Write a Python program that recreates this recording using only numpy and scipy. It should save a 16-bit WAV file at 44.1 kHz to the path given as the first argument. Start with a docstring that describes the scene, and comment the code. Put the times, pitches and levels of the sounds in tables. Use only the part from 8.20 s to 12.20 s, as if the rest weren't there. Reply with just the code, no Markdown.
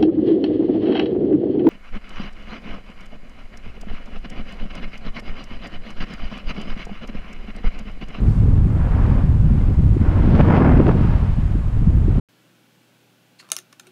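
"""Wind on a paraglider's camera microphone.

Eddies rumble and thump at the port over a steady rush of air. As the camera turns into the flow the
rush swells, once gently and then into a rough, tearing gust. Thin hiss and one faint cloth rustle lie
behind. A fast limiter holds the bass down."""
import sys
import numpy as np
from scipy import signal
from scipy.fft import rfft, irfft
from scipy.io import wavfile
from scipy.ndimage import uniform_filter1d, minimum_filter1d

SR = 44100
rng = np.random.default_rng(int(sys.argv[2]) if len(sys.argv) > 2 else 0)


def transcribe(signal):
    """Save signal, clipped to [-1, 1], as a 16-bit WAV file at the path in sys.argv[1]."""
    frames = np.atleast_2d(signal).T
    limited = np.clip(frames, -1, 1)
    pcm = np.round(limited * 32767).astype(np.int16)
    wavfile.write(sys.argv[1], SR, pcm)


N = 176400
TIME_S = np.arange(N) / SR
FREQ_HZ = np.fft.rfftfreq(N, 1 / SR)

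# Envelopes: port flow, rumble, buffeting, harness hiss. Each row: time in seconds, level in dB.
FLOW_LEVEL = [(0, -42.5), (.48, -42.5), (.58, -37), (.76, -33), (.99, -35), (1.05, -40), (1.2, -43.5),
              (1.38, -40.5), (1.6, -44), (1.785, -43.5), (1.83, -37), (1.86, -33), (1.92, -32), (2.11, -34),
              (2.18, -29.5), (2.235, -29.5), (2.3, -22.5), (2.39, -23.5), (2.5, -24.5), (2.6, -29.5),
              (2.7, -35.5), (2.75, -34.5), (2.85, -33), (3.02, -37), (3.15, -41.5), (3.45, -43.5),
              (3.86, -44), (4, -39)]
RUMBLE_LEVEL = [(0, -17.5), (.1, -9.5), (.145, -19.5), (.2, -11), (.45, -12.5), (.52, -16), (.93, -12.5),
                (1.01, -15), (1.12, -12.5), (1.5, -14), (1.7, -10.5), (1.8, -13.5), (2.22, -13),
                (2.42, -18.5), (2.54, -8), (2.7, -17), (2.92, -13), (3.02, -15), (3.5, -17), (3.72, -12.5),
                (4, -15)]
BUFFET_LEVEL = [(0, -22), (.12, -27.5), (.25, -22.5), (.65, -29), (.95, -22), (1.15, -27.5), (1.27, -22.5),
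                (1.55, -25), (1.95, -24), (2.14, -15.5), (2.42, -15), (2.62, -12), (2.8, -19.5),
                (3.1, -30.5), (3.5, -32), (3.62, -25.5), (4, -24.5)]
HISS_LEVEL = [(.2, -53.5), (.5, -55), (.9, -49), (1.2, -54.5), (1.4, -51), (1.7, -54), (1.95, -48.5),
              (2.18, -44), (2.36, -47.5), (2.5, -49.5), (2.85, -46.5), (3.15, -49.5), (3.4, -53.5),
              (3.85, -53.5), (3.95, -51)]
# Lulls in the eddies. Each row: centre in seconds, depth in dB.
LULLS = [(0.146, 4), (.7, 2), (1.009, 4.5), (1.554, 6.5), (1.789, 7.5), (2.64, 5.5), (2.992, 7), (3.155, 8),
         (3.42, 4.5), (3.52, 5.5)]
# Eddy strikes and breakaway snaps. Each row: centre in seconds, envelope peak in dB, pitch in Hz.
THUMPS = [(.295, -13, 195), (.471, -13.5, 235), (.955, -11.5, 218), (1.041, -12, 170), (1.26, -8, 155),
          (1.32, -8.5, 160), (1.604, -12.5, 170), (1.769, -9, 292), (1.816, -6, 206), (1.865, -12, 216),
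          (2.077, -11.5, 266), (2.197, -11, 322), (2.276, -10, 283), (2.304, -11, 304), (2.42, -8, 300),
          (2.502, -11, 280), (2.604, -12, 367), (2.616, -13, 280), (2.664, -10.5, 320), (2.694, -6, 426),
          (2.811, -8.5, 206), (3.189, -10.5, 181), (3.357, -14, 260), (3.676, -3, 162), (3.884, -11, 288),
          (3.984, -8, 197)]
SNAPS = [(.72, -27, 1800), (2.153, -20, 1900), (2.162, -29, 2700), (2.194, -14, 900), (2.2104, -10, 1400),
         (2.3067, -18, 1500), (2.353, -14, 1200), (2.4523, -14, 1000), (2.6035, -12, 850),
         (2.6687, -18, 1700), (2.6812, -33, 3600), (2.694, -9.5, 850)]
# Flow tearing off the housing. Each row: peak time and rise in seconds, body and spit levels in dB.
TEARS = [(2.164, .006, -33, -44), (2.181, .008, -24, -50), (2.195, .002, -16, -39), (2.203, .004, -16, -37),
         (2.209, .003, -18, -38), (2.306, .012, -26, -46), (2.353, .004, -20, -40), (2.368, .01, -23, -37),
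         (2.383, .009, -21, -39), (2.453, .005, -20, -48), (2.575, .007, -26, -46), (2.6, .004, -20, -48),
         (2.668, .008, -23, -43), (2.681, .005, -26, -44), (2.694, .008, -19, -48),
         (2.716, .016, -21.5, -52)]
# Weak housing resonances. Each row: centre in Hz, width in Hz, lift in dB.
HOUSING_MODES = [(596, 26, 3.5), (753, 38, 3.5), (927, 20, 3.5), (1475, 22, 4), (1690, 24, 5),
                 (2090, 45, 3.5), (2492, 38, 3)]
# Noise spectra. Each row: frequency in Hz, relative density in dB.
RUMBLE_SPECTRUM = [(5, -18), (12, -12), (25, 2), (42, 1.5), (100, -1.5), (150, -7.5), (220, -22),
                   (400, -66.5), (900, -83.5)]
BUFFET_SPECTRUM = [(50, -37), (110, 0), (170, 0), (240, -2.5), (320, -9.5), (440, -17), (700, -32.5),
                   (1500, -58), (4000, -91)]
RUSH_SPECTRUM = [(100, -19.5), (330, -1.5), (480, 1.2), (620, -0.5), (780, -1.5), (1100, -2.5),
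                 (1400, -6.5), (1900, -13.5), (2450, -18.5), (3100, -26), (3900, -40.5), (5200, -41),
                 (7000, -61), (12000, -76)]
TEAR_SPECTRUM = [(100, -5), (330, 4), (700, 4), (1100, -4), (2000, -16), (3000, -25), (4000, -37),
                 (6000, -47), (12000, -72)]
SPIT_SPECTRUM = [(600, -25), (1500, 3), (2700, 5.5), (3600, -7.5), (5000, -12.5), (7000, -29.5),
                 (12000, -48.5)]
HISS_SPECTRUM = [(500, -1.5), (2000, 4.5), (2900, 2.5), (3900, -4.5), (5100, -9.5), (6100, -16.5),
                 (8000, -36.5), (14000, -45.5)]
FLOOR_SPECTRUM = [(1000, 1), (5000, -1.5), (5900, -3.5), (6700, 1), (8500, -1.5), (10500, -5.5),
                  (11700, -10), (13200, -11.5), (15000, -22.5)]
RUSTLE_SPECTRUM = [(2500, -10), (4600, 0), (8500, -6), (14000, -17)]


def amp(db):
    """Decibels to gain."""
    return 10 ** (np.asarray(db) / 20)


def unit_rms(x):
    """Scales to rms 1."""
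    return x / np.sqrt(np.mean(x ** 2) + 1e-20)


def envelope(points):
    """Gain over time from a level table."""
    return amp(np.interp(TIME_S, *np.transpose(points)))


def coloured(x, spectrum, lift_db=0):
    """Filters x by a spectrum table; rms 1."""
    hz, db = np.transpose(spectrum)
    response_db = np.interp(np.log(FREQ_HZ + 1), np.log(hz), db) + lift_db
    return unit_rms(irfft(rfft(x) * amp(response_db), N))


def flutter(slow_hz, fast_hz, depth_db):
    """Random gain wavering between two rates; rms 1."""
    band = FREQ_HZ / (FREQ_HZ + slow_hz) ** 1.5 / (1 + (FREQ_HZ / fast_hz) ** 4)
    waver = unit_rms(irfft(rfft(rng.standard_normal(N)) * band, N))
    return unit_rms(amp(depth_db * waver))


def steadied(x, span_s):
    """Flattens slow swells, keeps quick lumps."""
    size = int(span_s * SR)
    power = uniform_filter1d(uniform_filter1d(x ** 2, size), size)
    return x / np.sqrt(power + 1e-9)


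def pressure_pulses(rows, decay_cycles, phases_turns):
    """One short cosine pulse per row, fading on both sides."""
    out = np.zeros(N)
    for (centre_s, db, hz), phase in zip(rows, phases_turns):
        near = slice(*np.searchsorted(TIME_S, [centre_s - 10 / hz, centre_s + 10 / hz]))
        cycles = (TIME_S[near] - centre_s) * hz
        window = np.exp(1 - np.hypot(cycles / decay_cycles, 1))
        out[near] += amp(db) * window * np.cos(2 * np.pi * (cycles + phase))
    return out


def housing_lift_db():
    """Resonant lift of the housing per frequency."""
    return sum(db / (1 + (2 * (FREQ_HZ - hz) / width_hz) ** 2) for hz, width_hz, db in HOUSING_MODES)


def rumble():
    """Large eddies push on the diaphragm."""
    eddies = coloured(rng.standard_normal(N), RUMBLE_SPECTRUM)
    return envelope(RUMBLE_LEVEL) * steadied(eddies, span_s=.07)


def buffet(calm_speed=.94, speed_exponent=.09):
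    """Smaller eddies arrive in clumps; stronger flow carries them faster, raising the pitch."""
    clumps = rng.standard_normal(N) * flutter(slow_hz=24, fast_hz=70, depth_db=3)
    flow = envelope(FLOW_LEVEL)
    travel_samples = np.cumsum(calm_speed * (flow / flow.min()) ** speed_exponent)
    eddies = np.interp(travel_samples % N, np.arange(N), coloured(clumps, BUFFET_SPECTRUM))
    return envelope(BUFFET_LEVEL) * steadied(eddies, span_s=.1)


def lull_gain(half_width_s=.015):
    """The eddies dip as the air briefly calms."""
    dip_db = sum(db * np.exp(-((TIME_S - centre_s) / half_width_s) ** 2) for centre_s, db in LULLS)
    return amp(-dip_db)


def thumps():
    """Single eddies strike the port."""
    return pressure_pulses(THUMPS, decay_cycles=.4, phases_turns=rng.random(len(THUMPS)))


def rush():
    """Air rushes over the port; stronger flow sputters more."""
    flow = envelope(FLOW_LEVEL)
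    roughness = flow / flow.max()
    smooth = rng.standard_normal(N) * flutter(slow_hz=25, fast_hz=140, depth_db=.8)
    sputter = rng.standard_normal(N) * flutter(slow_hz=44.4, fast_hz=252, depth_db=3.7)
    air = np.sqrt(1 - roughness) * smooth + np.sqrt(roughness) * sputter
    return flow * coloured(air, RUSH_SPECTRUM, housing_lift_db())


def tears(fall_s=.0025):
    """Flow tears off the housing in ragged bursts: dull body, sharp spit."""
    body_gain, spit_gain = np.zeros((2, N))
    for peak_s, rise_s, body_db, spit_db in TEARS:
        time_constants = np.maximum((peak_s - TIME_S) / rise_s, (TIME_S - peak_s) / fall_s)
        burst = np.exp(-np.minimum(time_constants, 20))
        body_gain += amp(body_db) * burst
        spit_gain += amp(spit_db) * burst
    crackle = rng.standard_normal((2, N)) * flutter(slow_hz=300, fast_hz=700, depth_db=1.6)
    body = coloured(crackle[0], TEAR_SPECTRUM, housing_lift_db())
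    spit = coloured(crackle[1], SPIT_SPECTRUM)
    return body_gain * body + spit_gain * spit


def snaps():
    """Flow breaks away from the port in thin pressure spikes."""
    return pressure_pulses(SNAPS, decay_cycles=.18, phases_turns=np.zeros(len(SNAPS)))


def harness_hiss():
    """Air hisses thinly past the harness."""
    air = coloured(rng.standard_normal(N), HISS_SPECTRUM)
    return envelope(HISS_LEVEL) * air * flutter(slow_hz=13, fast_hz=120, depth_db=1)


def noise_floor(level_db=-61.5):
    """Even self-noise of the microphone."""
    return amp(level_db) * coloured(rng.standard_normal(N), FLOOR_SPECTRUM)


def cloth_rustle(centre_s=.125, half_width_s=.08, level_db=-61):
    """Cloth shifts briefly near the camera."""
    grains = rng.standard_normal(N) * flutter(slow_hz=60, fast_hz=300, depth_db=2)
    window = np.exp(-((TIME_S - centre_s) / half_width_s) ** 4)
    return amp(level_db) * window * coloured(grains, RUSTLE_SPECTRUM)


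def scene(fade_s=.004):
    """Mono sum, faded in and out."""
    eddies = lull_gain() * (rumble() + buffet())
    wind = eddies + thumps() + rush() + tears() + snaps()
    background = harness_hiss() + noise_floor() + cloth_rustle()
    to_edge_s = np.minimum(TIME_S, TIME_S[::-1])
    fade = np.sin(np.pi / 2 * np.minimum(to_edge_s / fade_s, 1)) ** 2
    return (fade * (wind + background))[None]


def record(dry, bass_hz=450, ceiling_db=-4, hold_s=.011, cutoff_hz=15300):
    """Fast bass limiter, then a low-pass."""
    bass = signal.sosfiltfilt(signal.butter(2, bass_hz, fs=SR, output="sos"), dry[0])
    size = int(hold_s * SR)
    needed_gain = np.minimum(1, amp(ceiling_db) / (abs(bass) + 1e-9))
    held_gain = minimum_filter1d(needed_gain, size)
    smooth_gain = uniform_filter1d(uniform_filter1d(held_gain, size // 2), size // 2)
    limited = dry + bass * (smooth_gain - 1)
    lowpass = signal.firwin(511, cutoff_hz, window=("kaiser", 9), fs=SR)
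    return signal.oaconvolve(limited, lowpass[None], "same")


dry = scene()
out = record(dry)
transcribe(out)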